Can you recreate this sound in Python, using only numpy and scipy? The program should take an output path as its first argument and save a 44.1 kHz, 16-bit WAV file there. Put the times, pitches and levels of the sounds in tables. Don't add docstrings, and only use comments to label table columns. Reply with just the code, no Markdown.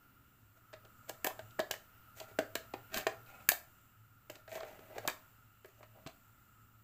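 import sys
import numpy as np
from scipy import signal
from scipy.fft import rfft, irfft
from scipy.io import wavfile
from scipy.ndimage import uniform_filter1d

SR = 44100
rng = np.random.default_rng(int(sys.argv[2]) if len(sys.argv) > 2 else 0)


def invert_db(level):
    return 10 ** (np.asarray(level, dtype=float) / 20)


def inscribe(sig):
    pcm = np.round(np.clip(np.atleast_2d(sig).T, -1, 1) * 32767)
    wavfile.write(sys.argv[1], SR, pcm.astype(np.int16))


N = 301203

# (time [s], shell peak level [dB], shell spot [Hz], tray level re shell [dB], tray spot [Hz])
SHELL_TRAY_CONTACTS = [(0.73, -48.5, 630, 0, 1590), (0.736, -45.5, 650, -1.5, 1890), (0.85, -61, 382, -2, 1340),
                       (1.095, -33, 643, -9, 1650), (1.246, -35.5, 294, 4.5, 1680), (1.252, -32, 720, -23, 1700),
                       (1.265, -46.5, 402, 15, 1720), (1.271, -26.5, 694, -18, 1660),
                       (1.304, -45.5, 746, 2.5, 1110), (1.392, -38.5, 660, -5, 1670),
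                       (1.588, -40, 380, -6, 1610), (1.593, -29.5, 670, 2.5, 1650),
                       (1.598, -26.5, 700, -9, 1670), (1.709, -33.5, 660, 1, 1600), (1.737, -44, 684, 5.5, 1780),
                       (2.201, -42.5, 606, -8, 1480), (2.21, -41, 636, -12, 1230), (2.311, -51, 385, -11, 1210),
                 (2.388, -28, 625, 3.5, 1490), (2.555, -30.5, 610, -3, 1760), (2.738, -32, 790, -10, 1960),
                 (2.942, -39, 675, 2.5, 1520), (2.974, -41.5, 611, 8, 1720), (2.98, -35, 700, -3, 1680),
                 (3.0685, -22, 450, 0.5, 1740), (3.4892, -31, 900, 13, 1900), (3.517, -28, 700, -11, 1730),
                       (4.298, -38, 630, -5.5, 2610), (4.355, -53, 650, -2.5, 1890), (4.478, -48, 630, 0.5, 1600),
                 (4.517, -44, 630, -1, 2260), (4.553, -39.5, 630, -8, 1630), (4.577, -44, 630, -2, 1140),
                 (4.607, -45, 740, 3, 1260), (4.632, -38, 644, -2, 1410), (4.79, -48, 447, -6, 1390),
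                 (4.9, -51, 516, -12, 1330), (4.964, -42, 571, -16, 2190), (4.981, -34, 575, -7, 1650),
                 (5.051, -35.5, 654, -12, 1140), (5.0766, -37.5, 297, 9, 1220),
                 (5.083, -30.5, 845, 4, 2420), (5.097, -43.5, 689, 3, 2020), (5.645, -49, 450, -0.5, 1700),
                 (5.806, -51, 600, -9, 1510), (5.828, -53, 770, 5.5, 1650), (6.063, -42.5, 316, -2, 1510),
                 (6.071, -42, 664, -9, 1470), (6.086, -55, 624, -10, 1490), (6.097, -60, 640, 1, 2400)]
# (time [s], peak level [dB], shell spot [Hz])
SECOND_SPOTS = [(1.245, -35.5, 620), (1.594, -40, 388), (2.389, -26, 547), (2.389, -28.5, 306),
                (2.554, -37, 393), (2.739, -33.5, 437), (3.069, -26, 670), (3.489, -37, 545),
                (4.299, -49, 428), (5.077, -42, 700), (5.652, -50, 499), (5.834, -54, 576)]
SECOND_TRAY_DB, SECOND_TRAY_HZ = -8.5, 2258

# (time [s], peak level [dB], brightness
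# [dB])
CONTACT_CLICKS = [(0.7292, -50, -20), (0.736, -46, -22), (0.849, -55.5, -10), (1.0937, -35, 0),
                  (1.2447, -29, 4.5), (1.266, -37.5, 12.5), (1.271, -29, -4), (1.3917, -46, -9),
                  (1.507, -56.5, -13), (1.5926, -36.5, -1.5), (1.6007, -31.5, -17), (1.711, -25.5, -2.5),
                  (1.7384, -50, 8), (2.176, -58, -4), (2.2005, -37, -11), (2.311, -59, -14),
                  (2.3884, -29.5, -6.5), (2.5537, -26.5, -2.5), (2.737, -40.5, -13), (2.9423, -30, -4),
                  (2.972, -28, -4), (2.9792, -37.5, 7.5), (3.008, -42, -6), (3.0689, -27.5, -8),
                  (3.2605, -59, -15), (3.4895, -21, 10), (3.5176, -27, -1),
                  (4.2986, -40, -4), (4.354, -47.5, -14), (4.4772, -53, -15), (4.5151, -50, -7),
               (4.553, -46, -15), (4.6042, -43.5, -23), (4.6304, -50, -16), (4.791, -57, -12),
               (4.9819, -38.5, -7), (5.076, -25, 2.5), (5.085, -44, 6), (5.0977, -37, -6),
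               (5.6446, -57, -5), (5.6574, -65, 11.5), (5.8287, -55, -16), (5.8354, -61, -12),
               (6.0633, -46, -24), (6.071, -39.5, -12), (6.0956, -57, -20)]

# (time of firmest grip [s], rise [s], fall [s], shell level [dB], hiss re shell [dB])
SHORT_DRAGS = [(0.574, 0.027, 0.037, -67.5, -1), (0.856, 0.037, 0.046, -65, -21),
               (1.035, .02, 0.035, -70, -6), (1.094, .025, 0.0055, -52, -3), (2.284, 0.014, 0.086, -56, -9),
               (4.316, .005, 0.087, -58.5, 1.5), (4.359, 0.013, 0.048, -58, -9),
               (5.061, 0.086, 0.0083, -47.5, -13), (5.683, 0.018, 0.16, -68, 0.5),
               (5.8, .04, .004, -67.5, -0.5), (5.859, .004, 0.01, -66, -11), (5.96, 0.06, .2, -63.5, -28)]
# (time [s], grip level [dB], hiss re grip [dB])
TRAY_RISE = [
    (2.15, -74, 3),
    (2.17, -58, 2.5),
    (2.196, -61, 5.5),
    (2.232, -57, -9),
    (2.268, -78, 0),
]
# (time [s], grip level [dB], hiss re grip [dB])
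TRAY_CRUNCH = [
    (2.9, -70, -11),
    (2.932, -53, -7.5),
    (2.943, -46, 1.5),
    (2.99, -41, -7),
    (3.04, -58.5, -12),
    (3.055, -78, -6),
]
# (time [s], grip level [dB], hiss re grip [dB])
FLAP_DRAG = [
    (3.27, -70, -1.5),
    (3.34, -63.5, -11.5),
    (3.408, -59.5, -10),
    (3.47, -80.5, -15),
]
# (time [s], grip level [dB], hiss re grip [dB])
CASSETTE_DRAW = [
    (4.49, -64.5, -0.5),
    (4.556, -47, -8),
    (4.616, -53.5, -12.5),
    (4.778, -65, -10.5),
    (4.8, -65.5, -12),
    (4.9, -61.5, -12),
    (4.975, -44, -23),
    (5.02, -66, -16),
]

# (time [s], peak level [dB], pitch [Hz])
BOX_THUDS = [
    (1.269, -44.5, 235),
    (1.594, -41, 220),
    (1.711, -54, 110),
    (2.387, -44, 213),
    (2.972, -41, 210),
    (2.96, -51, 40),
    (3.069, -61, 201),
    (3.487, -44.5, 208.6),
    (5.072, -46, 131),
    (6.061, -43, 142),
]

# (frequency [Hz], level [dB], t60 [s])
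SHELL_MODES = [(301, 1, 0.043), (393.2, 8, 0.029), (450, -0.5, 0.032), (580, -12, 0.015), (640, 4.5, 0.047),
               (735, 2, 0.031), (785, 1.5, 0.029), (978, 0.5, 0.032)]
# (frequency [Hz], level [dB], t60 [s])
TRAY_MODES = [(1113, 0.5, 0.034), (1260, -1.5, 0.022), (1545, -1.3, 0.018), (1650, 2.4, 0.019),
              (1813, -7, 0.05), (1994, -3, 0.019), (2276, -0.6, 0.016), (2490, -0.5, 0.019)]
# (frequency [Hz], level [dB], t60 [s])
LATCH_MODES = [(2780, -3, .015), (3090, 0, .02), (3600, -2, .015), (4100, -4, .012), (4600, -3, .012)]

# (frequency [Hz], level [dB])
MIC_COLOUR = [(2000, 9.5), (3500, -1.5), (5200, -4.5), (6300, 1.5), (7600, 2.5), (9500, -9), (11500, -4),
              (13500, 4.5), (15450, 1), (15650, -22), (16500, -39.5)]
# (frequency [Hz], t60 [s], level [dB])
ROOM_TAIL = [(287, 0.4, -26), (700, 0.38, -24), (1600, 0.28, -20), (3360, 0.26, -22), (6700, 0.3, -23.5),
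             (13000, 0.26, -21.5)]
# (frequency [Hz], level per Hz [dB])
AIR_SPECTRUM = [(15, -8), (40, -11.5), (90, -11.5), (160, -15.5), (250, -16.5), (400, -27.5), (950, -23),
                (1600, -22), (2800, -30), (4900, -35.5), (10500, -36.5), (13500, -24.5), (15450, -21.5),
                (15650, -45.5)]
# (frequency [Hz], width [Hz], level [dB])
FAN_HUM = [(68, 23, -80.5), (109.6, 13.2, -69), (234, 130, -80.5), (1285, 90, -75.5), (1390, 71, -75),
           (2790, 270, -84), (7440, 820, -85)]
# (time [s], level [dB])
SUPPRESSOR_SWELL = [(0.0, -75.5), (0.55, -77), (1.27, -71), (2.17, -72.5), (2.36, -70.5), (3.48, -70),
                    (4.011, -77.5), (4.26, -76.5), (5.06, -69.5), (5.48, -76), (5.67, -77.5), (6.03, -74),
                    (6.83, -77.5)]

AIR_DB, QUIET_DB = -70, -77
SCATTER_DB, DETUNE, LONGEST_S = 2.0, 0.016, 0.046
FOCUS_DB, RUB_FOCUS_DB = 20, 36
CRUNCH_FOCUS_DB = 6
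CONTACT_MS, SOFTER_MS_PER_DB, FIRM_DB = 1.5, 0.13, -33
CLICK_MS, CLICK_SOFTER_MS_PER_DB = 2.19, 0.03
LOOSE_DB, RUB_LOOSE_DB = -7, -12
EDGE_DB, EDGE_SHARE = -3, 0.33
RUB_HZ, FLAP_HZ = (630, 2010), (845, 2454)
GRIP_RANGE_DB = 30
RUB_TRAY_DB, FLAP_TRAY_DB, CRUNCH_TRAY_DB = -3.5, 0.5, 2.5
RUB_TRAY_SHARE = 0.33
PLACE_S, PLACES = 0.16, 5
EARLY_DB, EARLY_S = -2.5, 0.028


def knocks():
    out = np.zeros(N)
    second = [row + (SECOND_TRAY_DB, SECOND_TRAY_HZ) for row in SECOND_SPOTS]
    for s, db, shell_hz, tray_db, tray_hz in SHELL_TRAY_CONTACTS + second:
        chance = rng.standard_normal((2, 3, 9))
        ms = CONTACT_MS + SOFTER_MS_PER_DB * (FIRM_DB - db)
        start = s - 0.001
        add(out, start, ring(SHELL_MODES, chance[0], shell_hz, ms), db)
        add(out, start, ring(TRAY_MODES, chance[1], tray_hz, 0.89 * ms), db + tray_db)
        add(out, start, band(rattle(ms), 300, 1000), db + LOOSE_DB)
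        add(out, start, band(rattle(ms), 1000, 2600), db + tray_db + LOOSE_DB / 2)
    return band(out, 190, 6200)


def clicks():
    out = np.zeros(N)
    for s, db, bright_db in CONTACT_CLICKS:
        ms = CLICK_MS + CLICK_SOFTER_MS_PER_DB * (FIRM_DB - db)
        start = s - 0.001
        push = rattle(ms)
        latch = signal.fftconvolve(push, ring(LATCH_MODES, rng.standard_normal((3, 9))))
        edge = colour(band(rattle(ms), 4700, 9000), MIC_COLOUR)
        crack = colour(band(push, 9000, 16500), MIC_COLOUR)
        add(out, start, band(latch, 2300, 5200), db + LOOSE_DB)
        add(out, start, band(push, 2400, 5000), db - 2)
        add(out, start, edge, db + EDGE_DB + EDGE_SHARE * bright_db)
        add(out, start, crack, db + bright_db)
    return out


def drags():
    grit = rng.standard_normal(N) * invert_db(2.4 * walk(50) + 2.5 * walk(400))
    hiss = level(colour(band(grit, 3100, 16500), MIC_COLOUR), 0)
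    rough = level(band(grit, 800, 3800), -4)
    loose = level(band(grit, 300, 1000), RUB_LOOSE_DB)
    t, no_chance = np.arange(N) / SR, np.zeros((3, 9))
    short = [[(s - rise, db - GRIP_RANGE_DB, hiss_db),
              (s, db, hiss_db),
              (s + fall, db - GRIP_RANGE_DB, hiss_db)]
             for s, rise, fall, db, hiss_db in SHORT_DRAGS]
    groups = [(short + [TRAY_RISE, CASSETTE_DRAW], RUB_HZ, RUB_TRAY_DB, RUB_FOCUS_DB),
              ([FLAP_DRAG], FLAP_HZ, FLAP_TRAY_DB, RUB_FOCUS_DB),
              ([TRAY_CRUNCH], RUB_HZ, CRUNCH_TRAY_DB, CRUNCH_FOCUS_DB)]
    out = np.zeros(N)
    for group, (shell_hz, tray_hz), tray_db, focus_db in groups:
        shell_ring = ring(SHELL_MODES, no_chance, shell_hz, focus_db=focus_db)
        tray_ring = ring(TRAY_MODES, no_chance, tray_hz, focus_db=focus_db)
        shell = level(signal.fftconvolve(grit, shell_ring)[:N], 0) + loose
        tray = invert_db(tray_db) * (level(signal.fftconvolve(grit, tray_ring)[:N], 0) + rough)
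        for drag in group:
            s, db, hiss_db = np.transpose(drag)
            span = slice(int(s[0] * SR), int(s[-1] * SR))
            u = t[span]
            grip = invert_db(np.interp(u, s, db))
            bright = invert_db(np.interp(u, s, hiss_db))
            touch = np.clip(np.minimum(u - s[0], s[-1] - u) / 0.0019, 0, 1)
            rub = shell[span] + bright ** RUB_TRAY_SHARE * tray[span] + bright * hiss[span]
            out[span] += touch * grip * rub
    return band(out, 190, 21000)


def thuds():
    out, t = np.zeros(N), np.arange(6000) / SR
    for s, db, hz in BOX_THUDS:
        bounce = np.sin(2 * np.pi * hz * t) * np.exp(-t * hz / 1.1)
        add(out, s, bounce * (1 - np.exp(-t / 0.0011)), db)
    return out


def room(x):
    t = np.arange(SR // 2) / SR
    hz = np.array(ROOM_TAIL)[:, 0]
    edges = np.r_[200, np.sqrt(hz[1:] * hz[:-1]), 16000]
    build_up = np.clip((t - 0.002) / 0.0019, 0, 1)
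    early = 1 + invert_db(EARLY_DB) * np.exp(-t / EARLY_S)
    place, out = np.arange(N) / SR / PLACE_S % PLACES, np.zeros(N)
    for k in range(PLACES):
        away = np.abs(place - k)
        away = np.minimum(away, PLACES - away)
        share = np.cos(np.pi / 2 * np.clip(away, 0, 1))
        tail = np.zeros(len(t))
        for (_, t60, db), lo, hi in zip(ROOM_TAIL, edges, edges[1:]):
            noise = level(band(rng.standard_normal(len(t)), lo, hi), db - 25.5)
            tail += noise * np.sqrt((hi - lo) / 3000) * invert_db(-60 * t / t60)
        out += signal.fftconvolve(x * share, tail * build_up * early)[:N]
    return out


def background():
    s, db = np.transpose(SUPPRESSOR_SWELL)
    open_db = np.interp(np.arange(N) / SR, s, db) - QUIET_DB
    air = level(colour(rng.standard_normal(N), AIR_SPECTRUM), AIR_DB)
    bass = colour(air, [(150, -16.5), (600, -51.5)])
    out = bass * invert_db(0.4 * open_db) + (air - bass) * invert_db(open_db)
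    for hz, width, db in FAN_HUM:
        tone = signal.lfilter(*signal.iirpeak(hz, hz / width, fs=SR), rng.standard_normal(N))
        tone = signal.lfilter(*signal.iirpeak(hz, hz / width / 2, fs=SR), tone)
        opening = min(0.61 + hz / 3000, 0.9) * open_db
        out += level(tone, db) * invert_db(opening + 2.4 * walk(5.4))
    return out


def ring(modes, chance, centre_hz=None, ms=0.13, focus_db=FOCUS_DB, size=4000):
    hz, db, t60 = np.transpose(modes)[:, :, None]
    t = np.arange(size) / SR
    scatter, detune, phase = chance[:, :len(modes), None]
    if centre_hz:
        db = db - focus_db * np.abs(np.log2(hz / centre_hz))
    fade_db = 60 * t / np.minimum(t60, LONGEST_S)
    wave = np.sin(2 * np.pi * (hz * (1 + DETUNE * detune) * t + phase))
    partials = invert_db(db + SCATTER_DB * scatter - fade_db) * wave
    onset = 1 - np.exp(-(t * 1000 / np.clip(ms, 0.1, 8)) ** 2)
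    return np.sum(partials, axis=0) * onset


def rattle(ms):
    u = np.arange(2048) / SR * 1000 / np.clip(ms, 0.2, 6)
    shape = u * np.exp(1 - u)
    grit = rng.standard_normal(len(u)) * shape
    for _ in range(3):
        spectrum = rfft(grit)
        grit = irfft(spectrum / np.abs(spectrum)) * np.sqrt(shape)
    return grit


def walk(rate):
    k = int(SR / rate)
    held = np.repeat(rng.standard_normal(N // k + 1), k)
    return 1.3 * uniform_filter1d(uniform_filter1d(held, k), k)[:N]


def level(x, db):
    return x * invert_db(db) / np.sqrt(np.mean(x ** 2))


def colour(x, points):
    hz, db = np.transpose(points)
    f = np.fft.rfftfreq(len(x), 1 / SR) + 1
    return irfft(rfft(x) * invert_db(np.interp(np.log(f), np.log(hz), db)), len(x))


def band(x, lo_hz, hi_hz):
    return signal.sosfilt(signal.butter(3, [lo_hz, hi_hz], "band", fs=SR, output="sos"), x)


def add(out, s, sound, db):
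    i = int(s * SR)
    out[i:i + len(sound)] += (sound * invert_db(db) / np.max(np.abs(sound)))[:N - i]


def scene():
    handled = knocks() + clicks() + drags()
    return (handled + room(handled) + thuds() + background())[None]


def low_pass(x):
    return signal.sosfilt(signal.butter(12, 16650, fs=SR, output="sos"), x)


def record(dry):
    top = signal.ellip(8, 0.3, 35, 15600, fs=SR, output="sos")
    return low_pass(signal.sosfilt(top, dry))


dry = scene()
out = record(dry)
inscribe(out)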